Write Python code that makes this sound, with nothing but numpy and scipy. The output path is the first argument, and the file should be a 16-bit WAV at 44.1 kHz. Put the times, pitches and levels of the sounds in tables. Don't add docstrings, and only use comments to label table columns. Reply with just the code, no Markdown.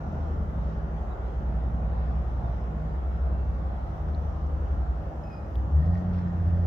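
import sys
import numpy as np
from scipy import signal
from scipy.fft import rfft, irfft
from scipy.io import wavfile
from scipy.ndimage import map_coordinates

SR = 44100
rng = np.random.default_rng(int(sys.argv[2]) if len(sys.argv) > 2 else 0)


def store_wav(level_fs):
    pcm = np.round(np.clip(np.atleast_2d(level_fs), -1, 1) * 32767)
    wavfile.write(sys.argv[1], SR, pcm.T.astype(np.int16))


N = 293706
TIME_S = np.arange(N) / SR
BIN_HZ = np.arange(N // 2 + 1) * SR / N
SIDES = np.array([[1], [-1]])


def undb(db):
    return 10 ** (np.asarray(db) / 20)


def unit_rms(x):
    return x / np.sqrt(np.mean(x ** 2))


def curves(table):
    s, *columns = np.transpose(table)
    return [np.interp(TIME_S, s, c) for c in columns]


def over_bins(table):
    hz, value = np.transpose(table)
    return np.interp(np.log(BIN_HZ + 1), np.log(hz), value)


def filtered(x, response):
    return irfft(rfft(x) * response, N)


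def resonance(hz, width_hz):
    damping = 1j * BIN_HZ * width_hz
    return damping / (hz ** 2 - BIN_HZ ** 2 + damping)


def ringing(x, modes):
    response = sum(undb(db) * resonance(hz, width_hz) ** 2 for hz, width_hz, db in modes)
    return unit_rms(filtered(x, response))


def walk(rate_hz):
    return unit_rms(filtered(rng.standard_normal(N), np.exp(-(BIN_HZ / rate_hz) ** 2)))


def noise(spectrum):
    return filtered(rng.standard_normal(N), undb(over_bins(spectrum)) * np.sqrt(SR / 2))


def rise(s, edge_s):
    return .5 + .5 * np.tanh(2 * (TIME_S - s) / edge_s)


def spell(start_s, end_s, edge_s):
    return rise(start_s, edge_s) - rise(end_s, edge_s)


def swells(table, edge_s, rest_db):
    raised = sum(undb(db) * spell(start_s, end_s, edge_s) for start_s, end_s, db in table)
    return np.hypot(undb(rest_db), raised)


def tone(hz, waver_hz, flutter_db):
    phase = 2 * np.pi * np.cumsum(hz + waver_hz * walk(8.4)) / SR
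    return undb(flutter_db * walk(25)) * np.sqrt(2) * np.sin(phase)


def patchy(x, patch_hz, depth_db, rate_hz, window_samples=1024):
    hz, s, bands = signal.stft(x, SR, nperseg=window_samples)
    chance = rng.standard_normal((window_samples, window_samples))
    places = np.meshgrid(hz / patch_hz, s * rate_hz, indexing="ij")
    drift = map_coordinates(chance, places, mode="mirror")
    return signal.istft(bands * undb(depth_db * drift), SR)[1][..., :N]


# f/Hz, level/(dB per Hz)
ROAR = [(25, -79), (100, -67.5), (230, -71.5), (280, -73), (350, -72), (440, -73.5), (570, -71),
        (720, -70.5), (820, -72), (970, -77.5), (1200, -79), (1380, -80.5), (1580, -87), (1800, -88.5),
        (2350, -99), (6000, -140)]
# f/Hz, correlation
LIKENESS = [(100, 0.82), (260, 0.9), (450, 0.62), (650, 0.44), (820, 0.095), (1050, -0.2), (1500, -0.05),
            (3000, -0.18)]
ROAR_DB, ROAR_DB_PER_S = 0.97, -0.19


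def jet_roar(flutter_db=0.5):
    alike = np.clip(over_bins(LIKENESS), -1, 1)
    common = filtered(noise(ROAR), np.sqrt((1 + alike) / 2))
    opposed = filtered(noise(ROAR), np.sqrt((1 - alike) / 2))
    roar = common + SIDES * opposed
    octave = np.clip(np.log2((BIN_HZ + 1) / 100), 0, 6)
    roar = sum(filtered(roar, np.maximum(1 - abs(octave - k), 0)) * undb(flutter_db * walk(7.3))
               for k in range(7))
    return undb(ROAR_DB + ROAR_DB_PER_S * TIME_S) * patchy(roar, patch_hz=109.8, depth_db=1.5, rate_hz=6)


TONE_HZ, TONE_HZ_PER_S = 159.4, -1.35
# start t/s, end t/s, level/dB
TONE_SWELLS = [(-0.1, 0.22, -41), (0.48, 1.0, -42), (1.45, 2.25, -43), (2.68, 2.95, -39.5), (3.1, 3.7, -49),
               (3.95, 5.35, -45)]
TONE_EDGE_S, TONE_REST_DB = 0.052, -51
# t/s, f/Hz, level/dB
SECOND_TONE = [(1.3, 106.7, -74), (1.7, 110.3, -43.5), (2.15, 116.1, -45.5), (2.48, 117.8, -35.5),
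               (2.8, 119, -74)]


def aircraft_tones():
    sinking_hz = TONE_HZ + TONE_HZ_PER_S * TIME_S
    first_gain = swells(TONE_SWELLS, TONE_EDGE_S, TONE_REST_DB)
    first = first_gain * tone(sinking_hz, waver_hz=0.6, flutter_db=1.84)
    second_hz, second_db = curves(SECOND_TONE)
    return first + undb(second_db) * tone(second_hz, waver_hz=0.75, flutter_db=1.5)


# peak t/s, level/dB, time to half amplitude/s
SIZZLE = (1.9, -68, 1.9)
SIZZLE_LOW_HZ, SIZZLE_HIGH_HZ = 1600, 4010
SIZZLE_TILT_DB = -9


def sizzle(flutter_db=5.5, flutter_hz=12, count=20):
    peak_s, db, half_s = SIZZLE
    centres, step = np.linspace(SIZZLE_LOW_HZ, SIZZLE_HIGH_HZ, count, retstep=True)
    tilts_db = np.linspace(0, SIZZLE_TILT_DB, count)
    source = rng.standard_normal((2, N))
    bands = 0
    for hz, tilt_db in zip(centres, tilts_db):
        band = filtered(source, np.maximum(1 - abs(BIN_HZ - hz) / step, 0))
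        bands = bands + band * undb(tilt_db + flutter_db * walk(flutter_hz))
    return undb(db) * unit_rms(bands) / (1 + ((TIME_S - peak_s) / half_s) ** 2)


# start t/s, end t/s, f/Hz, level/dB
WHINE_SWELLS = [(-0.1, 0.397, 2700, -78), (0.95, 1.35, 2690, -83), (3.25, 3.6, 2700, -76)]
WHINE_EDGE_S = 0.15


def whines(waver_hz=22, fading_db=3):
    out = 0
    for start_s, end_s, hz, db in WHINE_SWELLS:
        pair = np.array([tone(hz, waver_hz, fading_db) for _ in range(2)])
        out = out + undb(db) * spell(start_s, end_s, WHINE_EDGE_S) * pair
    return out


# t/s, f/Hz
SPEED = [(0.3, 47.2), (0.6, 45.3), (1.1, 45.1), (1.3, 43.4), (2.25, 45.8), (2.6, 43.7), (3.0, 47.1),
         (3.5, 47.0), (5.1, 43.7), (5.38, 46), (5.55, 63), (5.68, 67), (5.75, 73), (5.8, 75.8), (5.89, 86),
         (6.02, 90.5), (6.2, 88.9), (6.42, 85.8), (6.66, 87.2)]
IDLE_HZ, REVVED_HZ = 60, 78
# multiple of the cycle, level at idle/dB, level when revved/dB
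WEAK_ORDERS = [(5, -71, -43.5), (7, -60.5, -40.5), (15, -57, -54.5), (17, -60, -56), (24, -56.5, -58.5),
               (32, -55.5, -65.5), (35, -59, -69)]
# t/s, level/dB
FIRING_NOTE = [(5.51, -39), (5.58, -23), (5.7, -33.5), (5.755, -15.5), (5.82, -26), (5.91, -23), (6.0, -34),
               (6.17, -27.5), (6.25, -32), (6.46, -23.5), (6.66, -25.5)]
# t/s, level/dB
OCTAVE = [(5.62, -57.5), (5.78, -31.5), (6.0, -32.5), (6.3, -32.5), (6.4, -38.5), (6.47, -34.5),
          (6.66, -35)]
# t/s, level/dB
LOPE = [(0, -43.5), (0.35, -44.5), (0.6, -30.5), (1.15, -36), (1.5, -29), (2.8, -31.5), (3.35, -27.5),
        (4.15, -40), (4.9, -29), (5.1, -41.5), (5.5, -43.5)]
LOPE_REVVED_DB = -6
# start t/s, end t/s, level/dB
THROBS = [(0.08, 0.5, -31), (0.6, 0.95, -40.5), (1.3, 2.4, -43), (2.95, 3.7, -39.5), (4.05, 4.98, -31.5)]
THROB_EDGE_S, THROB_REST_DB = 0.14, -46
# start t/s, end t/s, gain/dB
NOTE_DIP = (5.03, 5.45, -7)
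# start t/s, end t/s, gain/dB
THROTTLE = (5.545, 5.75, 6)
# f/Hz, width/Hz, level/dB
EXHAUST = [(51.84, 5.4, -2.5), (69.45, 8.2, -1.5), (98.8, 13, -5.5)]
BURBLE_DB, BURBLE_REVVED_DB = -38.5, 4
# f/Hz, width/Hz, level/dB
TAILPIPE = [(137.6, 27, -1), (162.2, 30.5, 0.5), (186.1, 16.9, -2.5), (204.8, 14.6, 0), (232.8, 31, -10)]
RASP_DB, RASP_DB_PER_S, RASP_REVVED_DB = -39.5, -1.62, 9
# start t/s, end t/s, level/dB
RASPS = [(-0.1, 0.2, -37.5), (1.42, 1.8, -39), (2.8, 3.7, -50.5)]
RASP_EDGE_S = 0.14
# start t/s, end t/s, gain/dB
RASP_DIP = (1.1, 1.24, -10.5)


def engine(start_cycle=.12, shake_db=0.83, hum_db=0.5, cutoff_hz=41, edge_s=0.043):
    firing_hz, = curves(SPEED)
    revved = np.clip((firing_hz - IDLE_HZ) / (REVVED_HZ - IDLE_HZ), 0, 1)
    note_dip_db, rasp_dip_db, throttle_db = (
        db * spell(start_s, end_s, edge_s) for start_s, end_s, db in (NOTE_DIP, RASP_DIP, THROTTLE))
    cylinders = 8
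    cycle = start_cycle + np.cumsum(firing_hz) / cylinders / SR
    note = undb(curves(FIRING_NOTE)[0] + note_dip_db)
    octave = undb(curves(OCTAVE)[0])
    lope = undb(curves(LOPE)[0] + throttle_db + LOPE_REVVED_DB * revved)
    throb = swells(THROBS, THROB_EDGE_S, THROB_REST_DB)
    strong = [(8, note), (11, lope), (13, throb), (16, octave)]
    weak = [(k, undb(idle_db + (high_db - idle_db) * revved)) for k, idle_db, high_db in WEAK_ORDERS]
    hum = 0
    for k, gain in strong + weak:
        radiated = 1 / np.sqrt(1 + (cutoff_hz * cylinders / (k * firing_hz)) ** 20)
        shaken = gain * undb(shake_db * walk(3.8))
        hum = hum + radiated * shaken * np.sqrt(2) * np.cos(2 * np.pi * round(k) * cycle)
    firing_count = np.floor(cycle * cylinders)
    fired = np.diff(firing_count, prepend=firing_count[0])
    pulses = fired * rng.uniform(-1.14, 1, N) / np.sqrt(firing_hz)
    burble_db = BURBLE_DB + BURBLE_REVVED_DB * revved + throttle_db
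    burble = undb(burble_db) * ringing(pulses, EXHAUST)
    rasp_db = RASP_DB + RASP_DB_PER_S * TIME_S + RASP_REVVED_DB * revved + throttle_db / 2 + rasp_dip_db
    rasp = swells(RASPS, RASP_EDGE_S, rasp_db) * ringing(pulses, TAILPIPE)
    return undb(hum_db) * hum + burble + rasp


def car(wall_db=-18, wall_s=0.027):
    direct = engine()
    echo = np.interp(TIME_S - wall_s, TIME_S, direct)
    return direct + undb(wall_db) * SIDES * echo


FAN_HZ, FAN_DB, FAN_DB_PER_S = 319.6, -61.5, 1.2


def fan_hum():
    return undb(FAN_DB + FAN_DB_PER_S * TIME_S) * tone(FAN_HZ, waver_hz=2.208, flutter_db=1.0)


# f/Hz, level/(dB per Hz)
HISS = [(1900, -120), (2500, -103), (3100, -101.5), (3800, -107), (4600, -109.5), (5700, -108.5),
        (7000, -115), (7600, -116.5), (8100, -125), (9000, -124), (9900, -129), (11200, -119.5),
        (13000, -122), (15500, -123)]
# f/Hz, left minus right/dB
HISS_LEAN = [(6200, 0.5), (8000, 2.5), (9600, 1), (11300, 6), (15000, 4)]
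# start t/s, end t/s, gain/dB
HISS_SWELLS = [(-0.1, 0.35, -0.5), (0.6, 0.8, 0.5), (2.58, 3.05, -9)]
HISS_EDGE_S, HISS_REST_DB = 0.093, 0.4
HISS_PATCH_HZ = 448


def hiss(flicker_db=2.0, flicker_hz=7, centre_hz=5500, width_hz=3500):
    steady = filtered(np.array([noise(HISS), noise(HISS)]), undb(SIDES * over_bins(HISS_LEAN) / 2))
    middle = filtered(steady, np.exp(-((BIN_HZ - centre_hz) / (width_hz / 2)) ** 2))
    swelling = steady + middle * (swells(HISS_SWELLS, HISS_EDGE_S, HISS_REST_DB) - 1)
    return patchy(swelling, HISS_PATCH_HZ, flicker_db, flicker_hz)


# t/s, f/Hz, width/Hz, ring envelope peak/dB, left minus right/dB
TICKS = [(4.085, 1400, 500, -39.5, 1), (4.088, 5360, 700, -62, 0), (4.148, 4130, 500, -49, -3),
         (4.467, 6000, 700, -63, -4), (5.5553, 4670, 800, -57, 2), (5.556, 3330, 800, -44.5, 4),
         (5.556, 12000, 2200, -54, 3), (5.767, 6860, 800, -60.5, -3), (5.955, 1900, 500, -43.5, -4),
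         (6.147, 2300, 900, -49, 1), (6.19, 1900, 700, -45, 4), (6.283, 5070, 1000, -58, -3)]
CRACK_DB, CRACK_S = -16.5, 0.0005


def ticks():
    out, contact = 0, rng.standard_normal(N)
    for s, hz, width_hz, db, pan_db in TICKS:
        age_s = np.maximum(TIME_S - s, 0)
        fade = np.pi * width_hz * age_s
        ring = fade * np.exp(1 - fade) * np.sin(2 * np.pi * hz * age_s)
        crack = filtered(contact * (age_s > 0) * np.exp(-age_s / CRACK_S), resonance(hz, hz))
        out = out + undb(db + SIDES * pan_db / 2) * (ring + undb(CRACK_DB) * crack)
    return out


# start t/s, end t/s, fundamental level/dB, octave level/dB
SLIPS = [(5.235, 5.266, -72, -69.5), (5.266, 5.291, -68, -72), (5.302, 5.319, -59.5, -69),
         (5.324, 5.353, -63, -65.5), (5.364, 5.392, -65.5, -68), (5.395, 5.418, -69, -77.5),
         (5.44, 5.46, -77, -79)]
SQUEAK_HZ, SLIP_EDGE_S = 2560, 0.009
SQUEAK_SAG_HZ, SQUEAK_SAG_S, SQUEAK_SAG_EDGE_S = 85.3, 5.308, 0.045
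SQUEAK_TWIN_HZ, SQUEAK_TWIN_DB = 5120, -4


def brake(waver_ratio=0.0035, chatter_db=3.0, echo_db=-11, echo_t60_s=0.21):
    sagging_hz = SQUEAK_HZ - SQUEAK_SAG_HZ * rise(SQUEAK_SAG_S, SQUEAK_SAG_EDGE_S)
    phase, twin_phase = (2 * np.pi * np.cumsum(hz * (1 + waver_ratio * walk(153))) / SR
                         for hz in (sagging_hz, SQUEAK_TWIN_HZ))
    fundamental = unit_rms(np.sin(phase))
    octave = unit_rms(np.sin(2 * phase) + undb(SQUEAK_TWIN_DB) * np.sin(twin_phase))
    squeal = 0
    for start_s, end_s, first_db, second_db in SLIPS:
        voice = undb(first_db) * fundamental + undb(second_db) * octave
        squeal = squeal + spell(start_s, end_s, SLIP_EDGE_S) * voice
    squeal = squeal * undb(chatter_db * walk(70))
    echoes = rng.standard_normal((2, N)) * np.exp(-np.log(1000) * TIME_S / echo_t60_s)
    return squeal + undb(echo_db) * filtered(squeal, rfft(unit_rms(echoes) / np.sqrt(N)))


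ROLL_S, ROLL_RISE_S = 5.76, 0.092
# start t/s, end t/s, level/dB
RUBS = [(5.73, 5.85, -58.5), (5.92, 6.02, -62), (6.34, 6.54, -69.5)]
RUB_EDGE_S, RUB_REST_DB = 0.03, -65
# f/Hz, width/Hz, level/dB
RUB_MODES = [(1860, 130, 0), (3330, 130, -19)]


def rubbing(chatter_db=3.0):
    gain = swells(RUBS, RUB_EDGE_S, RUB_REST_DB) * undb(chatter_db * walk(40))
    return rise(ROLL_S, ROLL_RISE_S) * gain * ringing(rng.standard_normal((2, N)), RUB_MODES)


# f/Hz, relative level/dB
GRIT_COLOUR = [(500, -5), (1400, 7.5), (2000, 2), (2500, -3.5), (3400, -1.5), (4400, -6), (5500, -5.5),
               (7300, -25), (8500, -32.5), (15000, -30)]
GRIT_DB = -72.5
# t/s, level/dB, decay/s
CRUNCHES = [(5.82, -67, 0.046), (5.94, -61, 0.04), (6.132, -56, 0.035), (6.178, -62, 0.04),
            (6.228, -67, 0.05), (6.47, -67, 0.036)]
CRUNCH_RISE_S = 0.022


def tyres(grains_per_s=4000, spread_db=3, uneven_db=2.0):
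    struck = rng.random((2, N)) < grains_per_s / SR
    sizes_db = spread_db * np.minimum(rng.exponential(size=(2, N)), 4)
    grains = struck * undb(sizes_db) * rng.standard_normal((2, N))
    crunches = 0
    for s, db, decay_s in CRUNCHES:
        decay = np.exp(-np.maximum(TIME_S - s, 0) / decay_s)
        crunches = crunches + undb(db) * rise(s, CRUNCH_RISE_S) * decay
    gain = (undb(GRIT_DB) * rise(ROLL_S, ROLL_RISE_S) + crunches) * undb(uneven_db * walk(35))
    return gain * unit_rms(filtered(grains, undb(over_bins(GRIT_COLOUR))))


TREAD_HZ, TREAD_WIDTH_HZ, TREAD_DB = 1430, 600, -59
TREAD_S, TREAD_RISE_S = 6.0, 0.4


def tread():
    rush = ringing(rng.standard_normal((2, N)), [(TREAD_HZ, TREAD_WIDTH_HZ, 0)])
    return undb(TREAD_DB) * rise(TREAD_S, TREAD_RISE_S) * rush


def scene():
    overhead = jet_roar() + aircraft_tones() + sizzle() + whines()
    vehicle = car() + brake() + rubbing() + tyres() + tread()
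    return overhead + vehicle + fan_hum() + hiss() + ticks()


TOP_HZ = 15700


def record(dry):
    fade_in = np.minimum(TIME_S / .004, 1)
    low_pass = signal.ellip(10, .1, 80, TOP_HZ, fs=SR, output="sos")
    return signal.sosfilt(low_pass, dry * fade_in)


dry = scene()
out = record(dry)
store_wav(out)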